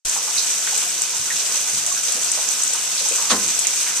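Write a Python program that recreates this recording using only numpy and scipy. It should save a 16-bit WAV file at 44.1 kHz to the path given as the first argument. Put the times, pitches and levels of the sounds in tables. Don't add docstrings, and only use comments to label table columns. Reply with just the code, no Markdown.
import sys
import numpy as np
from scipy import signal
from scipy.fft import rfft, irfft, next_fast_len
from scipy.io import wavfile
from scipy.ndimage import uniform_filter1d

SR = 44100
rng = np.random.default_rng(int(sys.argv[2]) if len(sys.argv) > 2 else 0)


def unload_wav(signal):
    wavfile.write(
        sys.argv[1],
        SR,
        np.round(np.clip(np.atleast_2d(signal).T, -1, 1) * 32767).astype(np.int16),
    )


N = 176400
T = np.arange(N) / SR

# frequency in Hz, correlation of left and right.
STEREO_LIKENESS = [(100, .95), (300, 0.97), (700, 0.92), (1400, .68), (2800, 0.45), (5000, 0.31),
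                   (12000, 0)]
# start in seconds, # centre in Hz,
# width in octaves, level in dB, decay in seconds.
LOW_BURSTS = [(.05, 27.4, 1.2, -32, 0.019), (1.193, 124, 0.85, -44, .04), (1.73, 140, 1.1, -43.5, 0.087),
              (1.92, 75, 0.54, -57, 0.074), (2.15, 232, .8, -43.5, 0.036), (2.24, 120, 0.89, -55, 0.091),
              (3.43, 208, 2.1, -38, 0.061)]
OPENING_POP, TUB_BUMPS = LOW_BURSTS[:1], LOW_BURSTS[1:]
# start in seconds, centre in Hz, width in octaves, level in dB,
# decay in seconds.
SMALL_SPLASHES = [(.154, 970, 0.66, -30.5, 0.036), (.275, 1060, 0.51, -33, 0.025),
                  (.373, 4200, .25, -24.5, 0.037), (.378, 5250, 0.23, -27, .025),
                  (.666, 1810, 1.2, -25.5, 0.025), (.722, 830, 0.26, -34, 0.021),
                  (.81, 2800, 0.65, -31, .025), (1.13, 955, 0.18, -37.5, 0.043),
                  (1.301, 1830, 0.26, -24, .017), (1.39, 4300, 1.2, -29, .03),
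                  (1.912, 1120, 0.1, -32.5, 0.017), (1.965, 1500, 0.21, -32.5, 0.025),
                  (2.08, 510, 0.49, -41, 0.025), (2.16, 580, 0.61, -36.5, 0.028),
                  (2.372, 736, 1.2, -30, 0.029), (2.745, 1080, 0.61, -34, 0.036),
                  (2.77, 2700, 0.44, -30, 0.017), (2.975, 4200, 0.59, -29, 0.061),
                  (3.005, 520, 0.55, -39, 0.056), (3.05, 860, 0.11, -36, 0.028),
                  (3.11, 470, 0.42, -32.5, 0.028), (3.115, 2550, .15, -32, .02),
                  (3.178, 1080, 0.67, -34.5, 0.12), (3.645, 2500, 0.85, -28.5, 0.034),
                  (3.86, 1750, 1, -31, 0.078)]
# centre in Hz, width in octaves, level in dB, decay in seconds.
THUMP_BANDS = [(70, 1.2, -44, .09), (246, 0.48, -29, .033), (342, 0.97, -31, 0.066), (590, .7, -27, .032),
               (1200, 0.71, -19.5, .028), (2100, .9, -22, .019), (3700, 0.61, -20, .016),
               (7170, 0.95, -27, .014)]
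# pitch in Hz, level in dB, seconds to fall by 60 dB.
SHELL_MODES = [(203.4, -27, 0.53), (249, -26, 0.28), (496, -29.5, 0.45), (789, -33, 0.42),
               (1034, -25.5, 0.44)]
# start in seconds, relative level in dB, lean to the left in dB.
CLOSE_DROPS = [(0.095, -8, -1), (.648, -17, 2), (0.728, -18, 4), (.778, -10, 4), (1.018, -6, 1.5),
               (1.473, -15, 2), (1.863, -8, -1), (1.924, -13, -8), (2.033, -12, -0.5), (2.12, -10.5, 3),
               (2.244, -10, 3), (2.316, -5.5, 2.5), (2.488, -7, -6), (2.621, -7, -3), (2.634, -7, 3),
               (2.676, -10, 0), (2.734, -9, 1), (3.086, -8.5, 2), (3.158, -11, 2), (3.479, -9.5, 1),
               (3.590, -5, 3), (3.669, -3.5, -2.5), (3.969, -7.5, 0)]
# frequency in Hz, relative level in dB.
CHURN_COLOUR = [(80, -37), (170, -12), (300, -15), (500, -5.5), (1000, -8.5), (2000, -7.5), (4500, -7.5)]
# time in seconds, gain in dB.
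SPRAY_FLOW = [(.06, 0.5), (.1, 1.5), (.2, -1.5), (.42, 1), (.62, 0.5), (.8, 1.2), (1.0, -1), (1.22, -1.1),
              (1.42, 0), (1.65, 0), (2.0, -.5), (2.35, 0.7), (2.85, -.7), (3.03, 1.1), (3.4, 1),
              (3.62, 0.5), (3.8, 0.9), (4.0, 0.3)]
# frequency in Hz, gain in dB.
SPRAY_COLOUR = [(30, -29), (70, -20.5), (115, -17), (175, -4.5), (240, -7), (350, -3.5), (500, -2.5),
                (750, -6), (1100, -4), (2100, -5.5), (2500, 0), (4500, -2.5), (8000, -3.5), (11500, -5.5),
                (14500, -1.5)]
# centre in Hz, width in Hz, lift in dB.
TUB_RESONANCES = [(182.6, 20, 6), (200, 30, -8.5), (450, 8.6, 0.5), (482, 9.4, 4), (708, 30, 7),
                  (805, 47, -0.5), (855, 32, 3.5), (1053, 6, 6.5), (1516, 61, 5), (1750, 60, -2),
                  (1990, 29, 2.5), (2420, 69, 2), (3480, 27, -0.5)]
# resonance in Hz, width in Hz, lift in dB.
MIC_PORTS = [(7890, 1300, 16), (6236, 755, 18.5)]


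def from_db(db):
    return 10 ** (np.asarray(db) / 20)


def unit_power(x):
    return x / np.sqrt(np.mean(x ** 2) + 1e-20)


def at_hz(points, hz):
    table_hz, values = np.transpose(points)
    return np.interp(np.log(np.maximum(hz, 1)), np.log(table_hz), values)


def shaped(x, gain_at):
    size = next_fast_len(x.shape[-1] + 4096)
    hz = np.arange(size // 2 + 1) * SR / size
    return irfft(rfft(x, size) * gain_at(hz), size)[..., :x.shape[-1]]


def band(x, hz, octaves):
    edges = np.minimum(hz * 2 ** (np.array([-.5, .5]) * octaves), [18000, 20000])
    return signal.sosfilt(signal.butter(2, edges, "band", fs=SR, output="sos"), x)


def resonate(x, hz, width_hz, lift_db):
    radius = np.exp(-np.pi * width_hz / SR)
    feedforward = np.array([1, 0, -1]) * (1 - radius ** 2) / 2
    feedback = [1, -2 * radius * np.cos(2 * np.pi * hz / SR), radius ** 2]
    return x + (from_db(lift_db) - 1) * signal.lfilter(feedforward, feedback, x + 1e-18)


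def drift(rate_hz):
    hop, settle = 40, 2000
    pole = np.exp(-2 * np.pi * rate_hz * hop / SR)
    noise = rng.standard_normal(N // hop + settle + 2)
    slow = signal.lfilter([1], [1, -2 * pole, pole ** 2], noise)[settle:]
    return np.interp(np.arange(N) / hop, np.arange(len(slow)), unit_power(slow))


def diffuse_noise():
    mid = shaped(rng.standard_normal(N), lambda hz: np.sqrt(1 + at_hz(STEREO_LIKENESS, hz)))
    side = shaped(rng.standard_normal(N), lambda hz: np.sqrt(1 - at_hz(STEREO_LIKENESS, hz)))
    return np.array([mid + side, mid - side]) / np.sqrt(2)


def bathroom(x, t60_s=0.24, delay_s=0.002):
    fade = from_db(-60 * T / t60_s) * (T > delay_s)
    tail = (diffuse_noise() * fade)[:, :SR // 2]
    tail /= np.sqrt(np.sum(tail ** 2) / 2)
    return signal.fftconvolve(x[None], tail, axes=1)[:, :N]


def bursts(rows, rise_s):
    out, noise = np.zeros((2, N)), diffuse_noise()
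    for start_s, hz, octaves, db, decay_s in rows:
        first = int(start_s * SR)
        t = T[:min(N - first, SR // 2)]
        envelope = np.minimum(t / rise_s, 1) * np.exp(-np.maximum(t - rise_s, 0) / decay_s)
        ring = band(np.roll(noise, rng.integers(N), axis=1)[:, :SR], hz, octaves)
        power = uniform_filter1d(np.mean(ring ** 2, axis=0), size=SR // 50)
        ring /= np.sqrt(power + 1e-12)
        out[:, first:first + len(t)] += from_db(db) * ring[:, -len(t):] * envelope
    return out


def opening_pop():
    return bursts(OPENING_POP, rise_s=0.0027)


def bumps():
    return bursts(TUB_BUMPS, rise_s=0.0027)


def splashes():
    return bursts(SMALL_SPLASHES, rise_s=0.0038)


def thump(start_s=3.291, rise_s=0.022, bass_lag_s=0.012):
    slap = [(start_s + bass_lag_s / (1 + (hz / 700) ** 2), hz, *rest) for hz, *rest in THUMP_BANDS]
    t = np.maximum(T - start_s - bass_lag_s, 0)
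    shell = sum(from_db(db - 60 * t / t60_s) * np.sin(2 * np.pi * (hz * t + rng.random()))
                for hz, db, t60_s in SHELL_MODES)
    return bursts(slap, rise_s) + shell * np.minimum(t / rise_s, 1)


def fat_drops(rise_s=0.00076, decay_s=0.0035, gain_db=-6, room_db=-5.5):
    envelope = np.zeros((2, N))
    for start_s, db, lean_db in CLOSE_DROPS:
        first = int(start_s * SR)
        t = T[:N - first]
        gains = from_db(db + gain_db + np.array([[lean_db], [-lean_db]]))
        envelope[:, first:] += gains * np.minimum(t / rise_s, 1) * np.exp(-np.minimum(t / decay_s, 20))
    cracks = band(envelope * rng.choice([-1, 1], (2, N)), hz=7630, octaves=0.58)
    return cracks + from_db(room_db) * bathroom(cracks[0])


def churn(gain_db=-26.5, swell_db=3):
    out, noises = 0, (diffuse_noise(), diffuse_noise())
    for k, hz in enumerate(80 * 2 ** np.arange(0, 6.1, .5)):
        level_db = at_hz(CHURN_COLOUR, hz) + swell_db * drift(rate_hz=12)
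        out += band(noises[k % 2], hz, octaves=0.42) * from_db(level_db)
    return from_db(gain_db) * out


def patter(drops_per_s=5000, spread_db=3, biggest_db=12, room_db=0.5):
    direct, echoes = np.zeros((2, 2, N))
    pitches = np.geomspace(1150, 10410, 14)
    for k, hz in enumerate(pitches):
        landings = np.flatnonzero(rng.random(N) < drops_per_s / len(pitches) / SR)
        sizes_db = np.minimum(spread_db * rng.exponential(1, N)[landings], biggest_db)
        hits = np.zeros(N)
        hits[landings] = from_db(sizes_db) * rng.choice([-1, 1], N)[landings]
        pips = band(hits, hz, octaves=0.75)
        lag = (k * 4) % 7 - 3
        direct += [pips, np.roll(pips, lag)]
        echoes += bathroom(pips)
    return unit_power(direct) + from_db(room_db) * unit_power(echoes)


def spray(patter_db=-31, mist_db=-30.5, surge_db=0.77, spatter_db=0.57):
    water = from_db(patter_db) * patter() + from_db(mist_db) * diffuse_noise()
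    flow_db = np.interp(T, *np.transpose(SPRAY_FLOW))
    flow_db += surge_db * drift(rate_hz=22) + spatter_db * drift(rate_hz=125)
    return shaped(water * from_db(flow_db), lambda hz: from_db(at_hz(SPRAY_COLOUR, hz)))


def scene():
    water = spray() + churn()
    for hz, width_hz, lift_db in TUB_RESONANCES:
        water = resonate(water, hz, width_hz, lift_db)
    return water + fat_drops() + splashes() + bumps() + thump() + opening_pop()


def record(dry):
    right_dull_hz, right_top_hz, cutoff_hz = 9100, 12100, 14350
    open_s, clip_level = 0.049, 0.85
    left, right = (resonate(channel, *port) for channel, port in zip(dry, MIC_PORTS))
    right = signal.sosfilt(signal.butter(2, right_dull_hz, fs=SR, output="sos"), right)
    right = shaped(right, lambda hz: 1 / np.sqrt(1 + (hz / right_top_hz) ** 20))
    fade_in = np.clip((T - open_s) / .003, 1e-3, 1)
    stereo = np.clip(np.array([left, right]) * fade_in, -clip_level, clip_level)
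    return shaped(stereo, lambda hz: 1 / np.sqrt(1 + (hz / cutoff_hz) ** 400))


dry = scene()
out = record(dry)
unload_wav(out)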